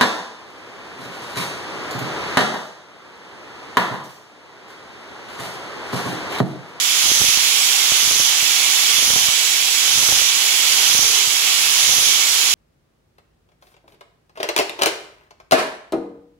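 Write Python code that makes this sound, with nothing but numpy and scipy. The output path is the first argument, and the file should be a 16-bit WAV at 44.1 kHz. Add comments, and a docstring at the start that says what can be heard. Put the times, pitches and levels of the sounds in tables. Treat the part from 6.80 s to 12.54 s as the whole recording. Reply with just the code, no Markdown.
"""A coolant nozzle hisses at the tool of a machining center, over machine noise and a thin steady whine.
The tool shapes a keyway, about one stroke a second. On each stroke the turbulent jet whistles across the
rim of the bore, brightens as it blows inside, and glances off the chuck, so that gusts knock on the
right microphone port. Resonances of the sheet-metal enclosure colour the hiss.
Late on, a faint low tone slides down once."""
import sys
import numpy as np
from scipy import signal
from scipy.fft import rfft, irfft, next_fast_len
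from scipy.io import wavfile
from scipy.ndimage import uniform_filter1d

SR = 44100
rng = np.random.default_rng(int(sys.argv[2]) if len(sys.argv) > 2 else 0)


def dump(signal):
    """Clip the signal to [-1, 1] and save it as 16-bit WAV at the path in sys.argv[1]."""
    limited = np.clip(np.atleast_2d(signal).T, -1, 1)
    pcm = np.round(limited * 32767).astype(np.int16)
    wavfile.write(sys.argv[1], SR, pcm)


N = 253134

# Steady machine noise. Each row: frequency in Hz, left and right relative spectral density in dB.
MACHINE_NOISE = [(25, -85, -86), (50, -80, -89), (100, -81, -77), (196, -78.4, -76), (360, -74.5, -70.5),
                 (626, -72, -69)]
# The free jet at each port. Each row: frequency in Hz, relative spectral density in dB.
FREE_JET_LEFT = [(1000.0, -65.4), (1800.0, -60.9), (2700.0, -59.8), (3800.0, -57.6), (4350.0, -54.8),
                 (5000.0, -58.5), (6000.0, -57.7), (6400.0, -67.6), (7300.0, -66.9), (9000.0, -66.8),
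                 (11000.0, -68.7), (12000.0, -66.7), (12500.0, -65.0), (15600.0, -66.9)]
FREE_JET_RIGHT = [(1000.0, -64.0), (1800.0, -58.5), (2450.0, -51.8), (2780.0, -51.2), (3100.0, -47.5),
                  (4400.0, -54.0), (6000.0, -50.6), (6350.0, -52.7), (7200.0, -50.6), (8450.0, -65.6),
                  (9200.0, -57.4), (11900.0, -59.3), (12900.0, -64.7), (15600.0, -69.8)]
# Enclosure modes and nozzle whistles. Each row: centre in Hz, width in Hz, left and right gain in dB.
RESONANCES = [(258, 30, 3.6, 0.2), (415, 30, 7.6, 5.4), (781, 62, 8.8, 5.8), (921, 30, 1.2, 3.9),
              (991, 60, 0.9, 3.5), (1141, 40, 3.8, 4.2), (1211, 30, 4.0, 0.9), (1340, 30, 4.9, 2.3),
              (1540, 30, 5.5, 2.3), (1583, 30, -7.7, -1.0), (1943, 30, 0.8, 3.5), (2126, 14, 5.0, 8.2),
              (2261, 30, 4.5, 7.0), (2336, 60, 1.7, 3.4), (2487, 30, 4.2, 2.0), (2616, 60, -0.3, 3.6),
              (2649, 24, 0, 3), (2885, 30, 1.9, 4.7), (2982, 36, 0, 7), (3090, 24, 1, 2.5),
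              (3295, 130, 4.1, 0.1), (3391, 60, 0.2, 3.3), (3516, 20, 0, 3), (3677, 30, 0, 3.5),
              (4054, 30, 3.8, 3.7), (5663, 20, 6, 2), (6248, 20, 1, 4), (6794, 20, 2.5, 9),
              (7929, 22, 5, 15.5), (7950, 380, 0, 2.5)]
# Coherence of the noise at the two ports. Each row: frequency in Hz, coherence from 0 to 1.
PORT_COHERENCE = [(40, .3), (200, .4), (500, .45), (900, .55), (1500, .3), (2200, .3), (4000, .2),
                  (8000, .15), (15000, .18)]
# Phase between the ports. Each row: frequency in Hz, lead of the left port in radians.
PORT_PHASE = [(100, -1), (900, 0.4), (1400, 0.65), (2000, 0.9), (2800, 0.4), (3400, -2.5), (4200, -3),
              (6000, -3), (11000, -5.5), (15000, -2)]
# Response of the bore to the whole jet. Each row: frequency in Hz, left and right gain in dB.
BORE_RESPONSE = [(700.0, 0, 0), (2400.0, 0, -1.5), (3220, -0.5, 0.3), (4400, 1.2, 0.0), (5470, 3, 1.2),
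                 (6360, 6, 6), (6770, 5, 0.5), (7300, 2, -1), (8500.0, 2.5, -3), (9600.0, -3.5, 2.5),
                 (10800.0, 7, 2.5), (11800.0, -1, 3), (12800.0, -2, -0.5), (15500.0, 0, -1)]
# Strength of the jet. Each row: time in seconds, gain in dB.
JET_STRENGTH = [(0.0, -1.5), (0.3, 0.45), (0.6, 0.2), (1.05, 0.3), (1.4, -0.5), (2.05, 0.64), (2.9, -1.24),
                (3.25, 0.9), (3.55, -0.64), (3.98, 1.25), (4.5, -0.66), (5.05, 0.8), (5.74, -0.2)]
# Bands in which the hiss swells. Each row: frequency in Hz, shares of roar, rasp and fizz from 0 to 1.
SWELL_BANDS = [(400, 0, 0, 0), (900, 0.39, 0.11, 0), (1670, 1, 0.49, 0.89), (2210, 0.057, 0.15, 0),
               (2570, 0, 1, 0), (3280, 0.042, 0.41, 0), (8400, 0, 0, 0.098), (9200, 0, 0.25, 0.57),
               (12000, 0.097, 0.21, 1), (13000, 0, 0, 0.49)]
# The hardest gusts on the port. Each row: start in seconds, relative thump and crack levels in dB.
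HARD_GUSTS = [(0.278, -37, -36), (0.318, -30, -27), (0.407, -26, -32), (0.417, -21, -24.5),
              (0.443, -31, -30), (0.485, -29, -35), (0.574, -30, -34), (1.12, -28, -30), (1.312, -30, -25),
              (1.401, -40, -27), (1.628, -34, -37), (2.189, -40, -35), (2.304, -29, -28), (2.335, -31, -31),
              (2.362, -31, -27.5), (2.485, -29, -30), (3.176, -32, -29), (3.289, -30, -23.5),
              (3.324, -26, -24.5), (3.418, -35, -32), (4.15, -32, -30), (4.192, -34, -29),
              (4.231, -31, -26), (4.247, -30, -29), (4.476, -35, -42), (5.093, -30, -29), (5.185, -37, -29)]
# Glide of the low tone. Each row: time in seconds, frequency in Hz, relative level in dB.
MOAN_GLIDE = [(4.15, 463, -76), (4.26, 459.6, -39), (4.32, 441, -46), (4.37, 406, -42), (4.44, 407, -47),
              (4.54, 410, -61)]

FRAME, HOP = 2048, 256  # samples
DEEPEST_S, STROKE_S = .375, 0.96  # the tool's first deepest point, and its period
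RIM_AT, RIM_WIDTH, CHOKE_AT = 0.65, 0.17, 0.68  # places where the tool crosses the rim, blocks the bore
SPRAY_AT, SPRAY_WIDTH = .62, .04  # place where the jet meets the chuck
SPRAY_ABOVE_HZ, OFF_CHUCK, ON_CHUCK = 8500, .25, .95  # the spray's band; its shares of the bore's gain
WHISTLE_HZ, WHISTLE_WIDTH_HZ, OFF_RIM_DB, RIM_RISE_DB = 3070, 150, -2.5, 3
DIP_AFTER_S, DIP_HALF_S, DIP_DB = .215, .045, -1.3  # treble dip, timed from each deepest point
GUST_LEAD_S, FLUTTER, FLUTTER_HALF_S = .005, .33, .003  # a gust's lead-in and its turbulence


def travel(t):
    """Uniform reciprocation is a triangle wave: the tool's place runs from 0, drawn back, to 1, in."""
    return abs(2 * ((t - DEEPEST_S) / STROKE_S % 1) - 1)


def in_bore(place, stray_share=.17):
    """The jet couples to the bore: the share that enters grows with the depth of the tool."""
    return np.interp(place, [.42, .82], [stray_share, 1])


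def gain_of(db):
    """Amplitude grows tenfold for every 20 dB."""
    return 10 ** (np.asarray(db) / 20)


def unit_rms(x):
    """Normalisation to unit mean power."""
    return x / np.sqrt(np.mean(x ** 2) + 1e-20)


def curve(rows, t):
    """Linear interpolation of each column of a time table."""
    s, *columns = np.transpose(rows)
    return np.array([np.interp(t, s, c) for c in columns])


def spectrum(rows, hz):
    """Interpolation of each column of a frequency table on a logarithmic axis."""
    f, *columns = np.transpose(rows)
    return np.array([np.interp(np.log(hz + 1), np.log(f + 1), c) for c in columns])


def resonance(hz, centre, width):
    """A damped resonator has a Lorentzian peak, here of height 1."""
    return 1 / (1 + (2 * (hz - centre) / width) ** 2)


def wander(t, slowest_hz=0.77, fastest_hz=4):
    """Slow sinusoids in random phase superpose into an irregular drift of rms 1."""
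    rates = np.geomspace(slowest_hz, fastest_hz, 20)
    cycles = np.outer(t, rates) + rng.random(len(rates))
    return unit_rms(np.sin(2 * np.pi * cycles).sum(1))


def steady_rush(gain_db=0.4, ripple_db=2.0):
    """Broadband noise of jet and machine, filtered by resonances, reaches the ports partly coherent."""
    size = next_fast_len(N)
    hz = np.fft.rfftfreq(size, 1 / SR)
    left, independent = rfft(rng.standard_normal((2, size))) * np.sqrt(SR / 2)
    coherence = spectrum(PORT_COHERENCE, hz)[0]
    lag = np.exp(-1j * spectrum(PORT_PHASE, hz)[0])
    right = coherence * left * lag + np.sqrt(1 - coherence ** 2) * independent
    left_rows = [(f, db) for f, db, _ in MACHINE_NOISE] + list(FREE_JET_LEFT)
    right_rows = [(f, db) for f, _, db in MACHINE_NOISE] + list(FREE_JET_RIGHT)
    colour_db = np.vstack([spectrum(left_rows, hz), spectrum(right_rows, hz)]) + gain_db
    for centre, width, left_db, right_db in RESONANCES:
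        colour_db += np.outer([left_db, right_db], resonance(hz, centre, width) ** 2)
    # higher up, the enclosure's modes crowd into a fine random ripple
    ripple = unit_rms(uniform_filter1d(rng.standard_normal((2, len(hz))), size=130, axis=1))
    colour_db += ripple_db * ripple * np.clip(hz / 3000, 0, 1) ** 2
    return irfft(np.array([left, right]) * gain_of(colour_db), size)[:, :N]


def stroke_colour_db(hz, t):
    """The moving tool makes a time-varying filter: the jet whistles at the rim, brightens in the bore."""
    place = travel(t)
    treble = hz[:, None] > SPRAY_ABOVE_HZ
    spraying = np.interp(place, [SPRAY_AT - SPRAY_WIDTH, SPRAY_AT + SPRAY_WIDTH], [OFF_CHUCK, ON_CHUCK])
    colour_db = spectrum(BORE_RESPONSE, hz)[:, :, None] * np.where(treble, spraying, in_bore(place))
    # the treble dips briefly as the tool leaves the bore
    from_dip_s = (1 - travel(t - DIP_AFTER_S)) * STROKE_S / 2
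    colour_db += DIP_DB * treble * np.exp(-(from_dip_s / DIP_HALF_S) ** 2)
    on_rim = np.exp(-((place - RIM_AT) / RIM_WIDTH) ** 2)
    choked = np.interp(place, [CHOKE_AT, 1], [0, 1])
    roar_db = -1.5 + on_rim - 0.13 * wander(t)
    rasp_db = -1.2 - 2 * choked + 0.55 * wander(t)
    fizz_db = -0.27 + 0.44 * wander(t, slowest_hz=2.5, fastest_hz=9)
    colour_db += spectrum(SWELL_BANDS, hz).T @ np.array([roar_db, rasp_db, fizz_db])
    whistle_db = OFF_RIM_DB + RIM_RISE_DB * on_rim
    return colour_db + np.outer(resonance(hz, WHISTLE_HZ, WHISTLE_WIDTH_HZ), whistle_db)


def coolant_hiss(patchy_db=0.49, sputter_db=0.11):
    """Stroke and jet strength modulate the turbulent noise; spray adds a random flicker."""
    hz, t, rush = signal.stft(steady_rush(), SR, nperseg=FRAME, noverlap=FRAME - HOP)
    gain_db = stroke_colour_db(hz, t) + curve(JET_STRENGTH, t)[0]
    patches = uniform_filter1d(rng.standard_normal(rush.shape), size=24, axis=1)  # across frequency
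    patches = uniform_filter1d(patches, size=20, axis=2)  # across time
    gain_db += patchy_db * unit_rms(patches)
    _, hiss = signal.istft(rush * gain_of(gain_db), SR, nperseg=FRAME, noverlap=FRAME - HOP)
    sputter = unit_rms(uniform_filter1d(rng.standard_normal(N), size=900))
    return hiss[:, :N] * gain_of(sputter_db * sputter)


def whine(hz=7928, left_db=-47, right_db=-36.0, drift_hz=1.95):
    """Slight frequency modulation makes a thin, steady tone drift in pitch."""
    t = np.arange(N) / SR
    frame_s = t[::HOP]
    pitch = hz + drift_hz * np.interp(t, frame_s, wander(frame_s))
    tone = np.sqrt(2) * np.sin(2 * np.pi * np.cumsum(pitch) / SR)
    return gain_of([[left_db], [right_db]]) * tone


def gust(thump_db, crack_db, thump_hz=170, deep_hz=55, crack_hz=300, top_hz=1080):
    """An eddy on the port is a pressure step: a fluttering crack, then a thump as it swings back."""
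    t = np.arange(FRAME) / SR - GUST_LEAD_S
    jf = 1j * np.fft.rfftfreq(FRAME, 1 / SR)
    onset = np.exp(-2 * np.pi * jf * GUST_LEAD_S)
    churn = rfft(FLUTTER * rng.standard_normal(FRAME) * np.exp(-(t / FLUTTER_HALF_S) ** 2))
    thump_highpass = jf / (jf + deep_hz) * jf / (jf + deep_hz / 2)
    thump_lowpass = 1 / (1 + np.sqrt(2) * jf / thump_hz + (jf / thump_hz) ** 2)
    thump = unit_rms(irfft(onset * thump_highpass * thump_lowpass))
    crack_highpass = jf / (jf + crack_hz)
    crack_lowpass = 1 / (1 + jf / top_hz) / (1 + jf / top_hz + (jf / top_hz) ** 2)
    crack = unit_rms(irfft((onset + churn) * crack_highpass * crack_lowpass))
    knock = gain_of(thump_db) * thump + gain_of(crack_db) * crack
    return knock * np.sqrt(.01 * SR / FRAME)  # levels count as rms over 10 ms


def add(mix, s, sound):
    """Superposition: a sound joins the mix from s seconds on."""
    part = mix[max(round(s * SR), 0):][:len(sound)]
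    part += sound[:len(part)]


def knocks(thump_gain_db=-0.6, crack_gain_db=1.4, spread_db=2.0, most_per_s=80, leak_db=-24):
    """The deflected jet sheds eddies on the right port: hard gusts, and a flurry growing with depth."""
    port = np.zeros(N)
    for s, thump_db, crack_db in HARD_GUSTS:
        add(port, s - GUST_LEAD_S, gust(thump_db + thump_gain_db, crack_db + crack_gain_db))
    candidates = 800
    for when, chance, size in rng.random((candidates, 3)):
        s = when * N / SR
        extra_db = -spread_db * np.log(max(size, .1))
        eddy = gust(thump_db=-43 + extra_db, crack_db=-39 + extra_db)
        share = in_bore(travel(s))
        if chance * candidates * SR / N < most_per_s * share:
            add(port, s, share * eddy)
    return port * np.array([[gain_of(leak_db)], [1]])


def moan(gain_db=-0.5, blur_hz=20):
    """A far tone slides down, smeared by the workshop: random phase modulation broadens its line."""
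    t = np.arange(N) / SR
    hz, tone_db = curve(MOAN_GLIDE, t)
    lowpass = signal.butter(2, blur_hz, fs=SR, output="sos")
    waver = unit_rms(signal.sosfilt(lowpass, rng.standard_normal((2, N))))
    tone = np.sqrt(2) * np.sin(2 * np.pi * np.cumsum(hz) / SR + waver)
    sounding = (t > MOAN_GLIDE[0][0]) & (t < MOAN_GLIDE[-1][0])
    return tone * gain_of(gain_db + tone_db) * sounding


def scene():
    """The pressures of the four sources add linearly at each port."""
    return coolant_hiss() + whine() + knocks() + moan()


def record(dry, knee=.62, headroom=.33, edge_hz=15780):
    """Soft saturation rounds the tallest peaks; a steep low-pass filter then limits the band."""
    excess = np.maximum(abs(dry) - knee, 0)
    rounded = np.clip(dry, -knee, knee) + np.sign(dry) * headroom * np.tanh(excess / headroom)
    lowpass = signal.firwin(1023, edge_hz, window=("kaiser", 9), fs=SR)
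    return signal.oaconvolve(rounded, lowpass[None], "same")


dry = scene()
out = record(dry)
dump(out)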